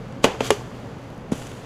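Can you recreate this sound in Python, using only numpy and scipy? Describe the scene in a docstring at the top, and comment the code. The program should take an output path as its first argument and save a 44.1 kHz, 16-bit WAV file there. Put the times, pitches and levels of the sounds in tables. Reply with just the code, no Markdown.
"""A snowboard slams onto a sheet-metal roof, knocks again, scrapes over it and cracks off the eave.
Each impact excites the damped modes of board and roof, and the freed board rings briefly.
Loose snow patters down as the rider flies, then thumps into deep snow and tumbles on with a crunch,
a dense train of tiny fractures. Wind and a low, distant city hum fill the park,
whose surroundings return two faint echoes."""
import sys
import numpy as np
from scipy import signal
from scipy.fft import rfft, irfft
from scipy.io import wavfile

SR = 44100
rng = np.random.default_rng(int(sys.argv[2]) if len(sys.argv) > 2 else 0)


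def generate_wav(signal):
    """Clip the signal to [-1, 1] and save it as 16-bit WAV at the path in sys.argv[1]."""
    frames = np.transpose(np.atleast_2d(signal))
    scaled = np.clip(frames, -1, 1) * 32767
    pcm = np.round(scaled).astype(np.int16)
    wavfile.write(sys.argv[1], SR, pcm)


N = 72765
TIME = np.arange(N) / SR


def from_db(db):
    """Decibels to amplitude ratio."""
    return 10 ** (np.asarray(db) / 20)


def rms_one(x):
    """Normalisation to unit rms."""
    return x / np.sqrt(np.mean(x ** 2) + 1e-20)


def level(points):
    """Gain interpolated along a (time_s, level_db) curve."""
    return from_db(np.interp(TIME, *np.transpose(points)))


def cut(x, hz, kind, order=2):
    """Butterworth low- or high-pass filtering."""
    sos = signal.butter(order, np.clip(hz, 10, SR * .45), kind, fs=SR, output="sos")
    return signal.sosfilt(sos, x + 1e-18)


def coloured(x, spectrum):
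    """Spectral shaping by a (frequency_hz, gain_db) curve, to unit rms."""
    hz, db = np.transpose(spectrum)
    bins = np.maximum(np.fft.rfftfreq(N, 1 / SR), 1)
    gain = from_db(np.interp(np.log(bins), np.log(hz), db))
    return rms_one(irfft(rfft(x) * gain, N))


def grains(per_s, spread_db):
    """Shot noise: random impulses of uneven size."""
    sizes = from_db(spread_db * np.minimum(rng.exponential(1, N), 5))
    return sizes * rng.choice([-1, 1], N) * (rng.random(N) < per_s / SR)


def envelope(start_s, attack_s, t60_s, hold_s=0):
    """Linear rise, hold, exponential decay."""
    age = TIME - start_s
    decay = np.exp(-np.log(1000) * np.maximum(age - attack_s - hold_s, 0) / t60_s)
    return np.clip(age / attack_s, 0, 1) * decay


def click(start_s):
    """A unit impulse."""
    return np.maximum(1 - abs(TIME - start_s) * SR, 0)


def ring(force, modes):
    """Modal superposition: one force drives damped resonators in parallel."""
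    out = 0
    for hz, db, t60_s in modes:
        radius, angle = np.exp(-np.log(1000) / (t60_s * SR)), 2 * np.pi * hz / SR
        feedback = [1, -2 * radius * np.cos(angle), radius * radius]
        out = out + from_db(db) * signal.lfilter([.5, 0, -.5], feedback, force + 1e-18)
    return out


def resonance(x, hz, width_hz):
    """Second-order band-pass filtering."""
    return signal.lfilter(*signal.iirpeak(hz, hz / width_hz, fs=SR), x)


# Spectra of the wind and city rumble and of the far wind hiss: frequency_hz, gain_db
RUMBLE_SPECTRUM = [(13, -63), (22, -14), (91, -9.5), (124, -5.5), (211, -8), (282, -9.5), (306, -16),
                   (481, -12.5), (567, -13.5), (616, -17), (804, -18.5), (3000, -33), (3900, -74),
                   (6600, -120)]
HISS_SPECTRUM = [(1000, -9), (2800, -3), (4200, -4), (7000, -13.5), (10000, -19.5), (16000, -28.5)]
# Envelopes of rumble, hiss and city hum: time_s, level_db
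RUMBLE_ENVELOPE = [(0, -36.5), (.75, -36.5), (1.05, -37), (1.65, -37.5)]
HISS_ENVELOPE = [(0, -52), (.62, -55.5), (.76, -49.5), (.95, -52.5), (1.07, -52.5), (1.25, -55),
                 (1.65, -48.5)]
HUM_ENVELOPE = [(0, -47), (.5, -35), (.78, -44.5), (1.05, -44), (1.65, -47.5)]


def wind_and_city(hum_hz=120.82, half_width_hz=3.83):
    """Broadband noise rumbles and hisses; narrowband noise beats with itself as a wavering hum."""
    detuning = (np.fft.rfftfreq(N, 1 / SR) - hum_hz) / half_width_hz
    hum = rms_one(irfft(rfft(rng.standard_normal(N)) / (1 + detuning ** 2), N))
    rumble = cut(coloured(rng.standard_normal(N), RUMBLE_SPECTRUM), 2170, "low")
    hiss = coloured(rng.standard_normal(N), HISS_SPECTRUM)
    return level(RUMBLE_ENVELOPE) * rumble + level(HISS_ENVELOPE) * hiss + level(HUM_ENVELOPE) * hum


# Spectrum of breaking snow: frequency_hz, gain_db
SNOW_SPECTRUM = [(200, 5), (600, 2), (1400, -3), (2300, -6), (3200, -2.5), (4500, -7), (7000, -6),
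                 (10000, -9.5), (13000, -18), (16000, -27.5)]


def breaking_snow():
    """Many tiny fractures add up to shot noise."""
    return coloured(grains(per_s=5000, spread_db=2), SNOW_SPECTRUM)


# Packed snow giving way: start_s, level_db, t60_s, lowpass_hz
CRUNCH_BURSTS = [(0.121, -45.5, 0.015, 12000), (1.315, -31.5, 0.0657, 12500), (1.324, -35, 0.094, 8900),
                 (1.414, -31, 0.027, 2800), (1.465, -36, 0.032, 16000), (1.511, -37, 0.066, 4500)]


def crunches(attack_s=0.00497):
    """Brittle fracture: the crust breaks in short bursts, some duller than others."""
    crust = breaking_snow()
    return sum(from_db(db) * envelope(start_s, attack_s, t60_s) * cut(crust, lowpass_hz, "low")
               for start_s, db, t60_s, lowpass_hz in CRUNCH_BURSTS)


# Envelope of the base scraping snow off the roof: time_s, level_db
SCRAPE_ENVELOPE = [(.2, -91.5), (.222, -59), (.236, -33.5), (.25, -30), (.29, -47), (.385, -52),
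                   (.425, -40.5), (.452, -30), (.478, -31), (.495, -39), (.522, -32), (.57, -43.5),
                   (.68, -54), (.95, -93.5)]
# Spectrum of the grinding: frequency_hz, gain_db
SCRAPE_SPECTRUM = [(300, -8.5), (1000, 0.5), (2400, -1.5), (3300, 0.5), (4200, 1), (7000, -1), (10000, -9),
                   (13000, -13.5), (16000, -31)]


def scrape():
    """Friction grinds ice between base and metal and excites a resonance of the steel edge."""
    grinding = coloured(grains(per_s=16000, spread_db=2.36), SCRAPE_SPECTRUM)
    rasp = from_db(0.5) * resonance(grinding, hz=3295, width_hz=200)
    return level(SCRAPE_ENVELOPE) * rms_one(grinding + rasp)


# Board striking roof: start_s, force_db, lowpass_hz, highpass_hz, crack_db
CONTACTS = [(0.241, -14.5, 2500, 556, -13.5), (0.2431, 2, 6150, 2044, -12),
            (0.2443, -0.39, 1376, 130.4, -8.5), (.2490, -12, 2900, 230, -20), (0.251, -11, 2680, 199, -32),
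            (0.2561, -30.5, 4900, 310, -18.5), (0.4061, -9.5, 1866, 1290, -28),
            (.4080, -6, 530, 109.4, -28.5), (0.5051, 3.5, 674, 344.6, -7.5), (.5080, -9, 2900, 860, -13.5)]
# Modes of board and roof in contact: pitch_hz, gain_db, t60_s
CONTACT_MODES = [(259, -14, .04), (453, -2, .02), (543, -9, .027), (690, -12, .022), (790, -16, .022),
                 (885, -12, .026), (1013, -20, .024), (1312, -25, .038), (1650, -18.5, .019),
                 (1920, -16.5, .013), (2420, -8, .015), (2856, -11.5, .034), (3360, -19, .03)]
# Spectrum of the icy crack: frequency_hz, gain_db
CRACK_SPECTRUM = [(300, 5), (1000, -16.5), (3000, 7), (4500, -2), (7000, -1.5), (12000, -9), (16000, -25.5)]


def knocks():
    """Impact excitation: each force pulse rings board and roof, along with a short icy crack."""
    force = cracks = 0
    for start_s, force_db, lowpass_hz, highpass_hz, crack_db in CONTACTS:
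        pulse = cut(click(start_s), lowpass_hz, "low", order=1)
        force += from_db(force_db) * cut(pulse, highpass_hz, "high")
        cracks += from_db(crack_db) * envelope(start_s, attack_s=0.00059, t60_s=0.00757)
    return ring(force, CONTACT_MODES) + cracks * coloured(rng.standard_normal(N), CRACK_SPECTRUM)


# Panel vibration after each hit: start_s, level_db, t60_s
PANEL_SHUDDERS = [(0.242, -18.5, 0.3747), (0.407, -30, 0.372), (0.507, -30.5, 0.386)]
# Spectrum of the panels: frequency_hz, gain_db
PANEL_SPECTRUM = [(100, -8.5), (250, -2.5), (430, 3), (850, -3), (1300, -10.5), (2000, -12.5), (2800, -11),
                  (4200, -17), (7000, -24.5), (12000, -38.5), (16000, -50.5)]


def roof_shudder(attack_s=0.00166, clatter_db=7.5):
    """Modal overlap: dense panel modes merge into noise that clatters, then dies away."""
    fade = 0
    for start_s, db, t60_s in PANEL_SHUDDERS:
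        clatter = from_db(clatter_db) * envelope(start_s, attack_s, t60_s=0.0296)
        fade += from_db(db) * (clatter + envelope(start_s, attack_s, t60_s))
    return fade * coloured(rng.standard_normal(N), PANEL_SPECTRUM)


# Modes of the beams under the panels: pitch_hz, gain_db, t60_s
FRAME_MODES = [(138, -44, 0.043), (193.5, -26, 0.33), (238.6, -29, 0.079), (271.3, -14.5, 0.0597)]


def beam_boom():
    """Impulse response of the roof frame as the rider's full weight first hits it."""
    return ring(click(start_s=.2445), FRAME_MODES)


# Envelope of the falling snow: time_s, level_db
PATTER_ENVELOPE = [(.5, -94.5), (.6, -72.5), (.8, -64.5), (.97, -75.5), (1.05, -64), (1.14, -64),
                   (1.3, -77)]
# Spectrum of its ticks: frequency_hz, gain_db
PATTER_SPECTRUM = [(2000, -18), (6000, 2), (10500, 0.5), (13000, -1.5), (16000, -14)]


def patter():
    """Ice crystals thrown off the roof land independently, making faint, bright shot noise."""
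    return level(PATTER_ENVELOPE) * coloured(grains(per_s=1600, spread_db=5.5), PATTER_SPECTRUM)


# Modes of the airborne board: pitch_hz, gain_db, t60_s
FREE_BOARD_MODES = [(409, -10, .087), (720, -27, .06), (1168, -28, .08)]


def board_ring(free_s=.5135, swell_s=0.0028):
    """Free vibration: clear of the eave, the board rings with a hollow note."""
    return ring(click(free_s), FREE_BOARD_MODES) * np.clip((TIME - free_s) / swell_s, 0, 1)


# Board and body striking snow: start_s, force_db, lowpass_hz
LANDING_BLOWS = [(1.3173, -18.5, 192), (1.3207, -5.5, 371), (1.3262, -23.5, 1100), (1.3333, -19.5, 700)]
# Modes of the thump: pitch_hz, gain_db, t60_s
LANDING_MODES = [(118, -7, .05), (195, -2, .036), (250, -9, .028), (430, -13, .06), (620, -15, .025),
                 (820, -15, .02)]


def landing():
    """Soft impacts excite low, heavily damped modes; snow then fractures under the tumbling rider."""
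    force = sum(from_db(db) * cut(click(start_s), lowpass_hz, "low")
                for start_s, db, lowpass_hz in LANDING_BLOWS)
    thump = ring(cut(force, 142.7, "high"), LANDING_MODES)
    slide = from_db(-39.5) * envelope(start_s=1.3202, attack_s=0.032, t60_s=1, hold_s=0.055)
    return thump + slide * breaking_snow()


# Reflections off the park's surroundings: delay_s, gain_db
REFLECTIONS = [(.105, -20), (.21, -22.5)]


def echoes(x, low_hz=1040, high_hz=1260):
    """Reflection returns faint, delayed copies of a narrow band of the sound."""
    thin = cut(cut(x, high_hz, "low", order=4), low_hz, "high", order=4)
    return sum(from_db(db) * np.interp(TIME - delay_s, TIME, thin, left=0) for delay_s, db in REFLECTIONS)


def scene():
    """Superposition of the ride, its echoes and the park, in mono."""
    roof = knocks() + beam_boom() + roof_shudder()
    ride = roof + board_ring() + scrape() + landing() + crunches()
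    return (ride + echoes(ride) + wind_and_city() + patter())[None]


# Notches of the microphone housing: frequency_hz, gain_db, width_hz
HOUSING_NOTCHES = [(4020, -5, 1350), (5344, -5.5, 590), (8722, -7, 1580), (11180, -5.5, 780),
                   (13600, -5, 2050), (15630, -8.5, 1350)]


def record(dry, cutoff_hz=15900):
    """The housing notches the treble, soft saturation rounds the peaks and a low-pass cuts the top."""
    for hz, db, width_hz in HOUSING_NOTCHES:
        dry = dry + (from_db(db) - 1) * resonance(dry, hz, width_hz)
    lowpass = signal.ellip(10, .1, 80, cutoff_hz, fs=SR, output="sos")
    return signal.sosfilt(lowpass, np.tanh(dry))


dry = scene()
out = record(dry)
generate_wav(out)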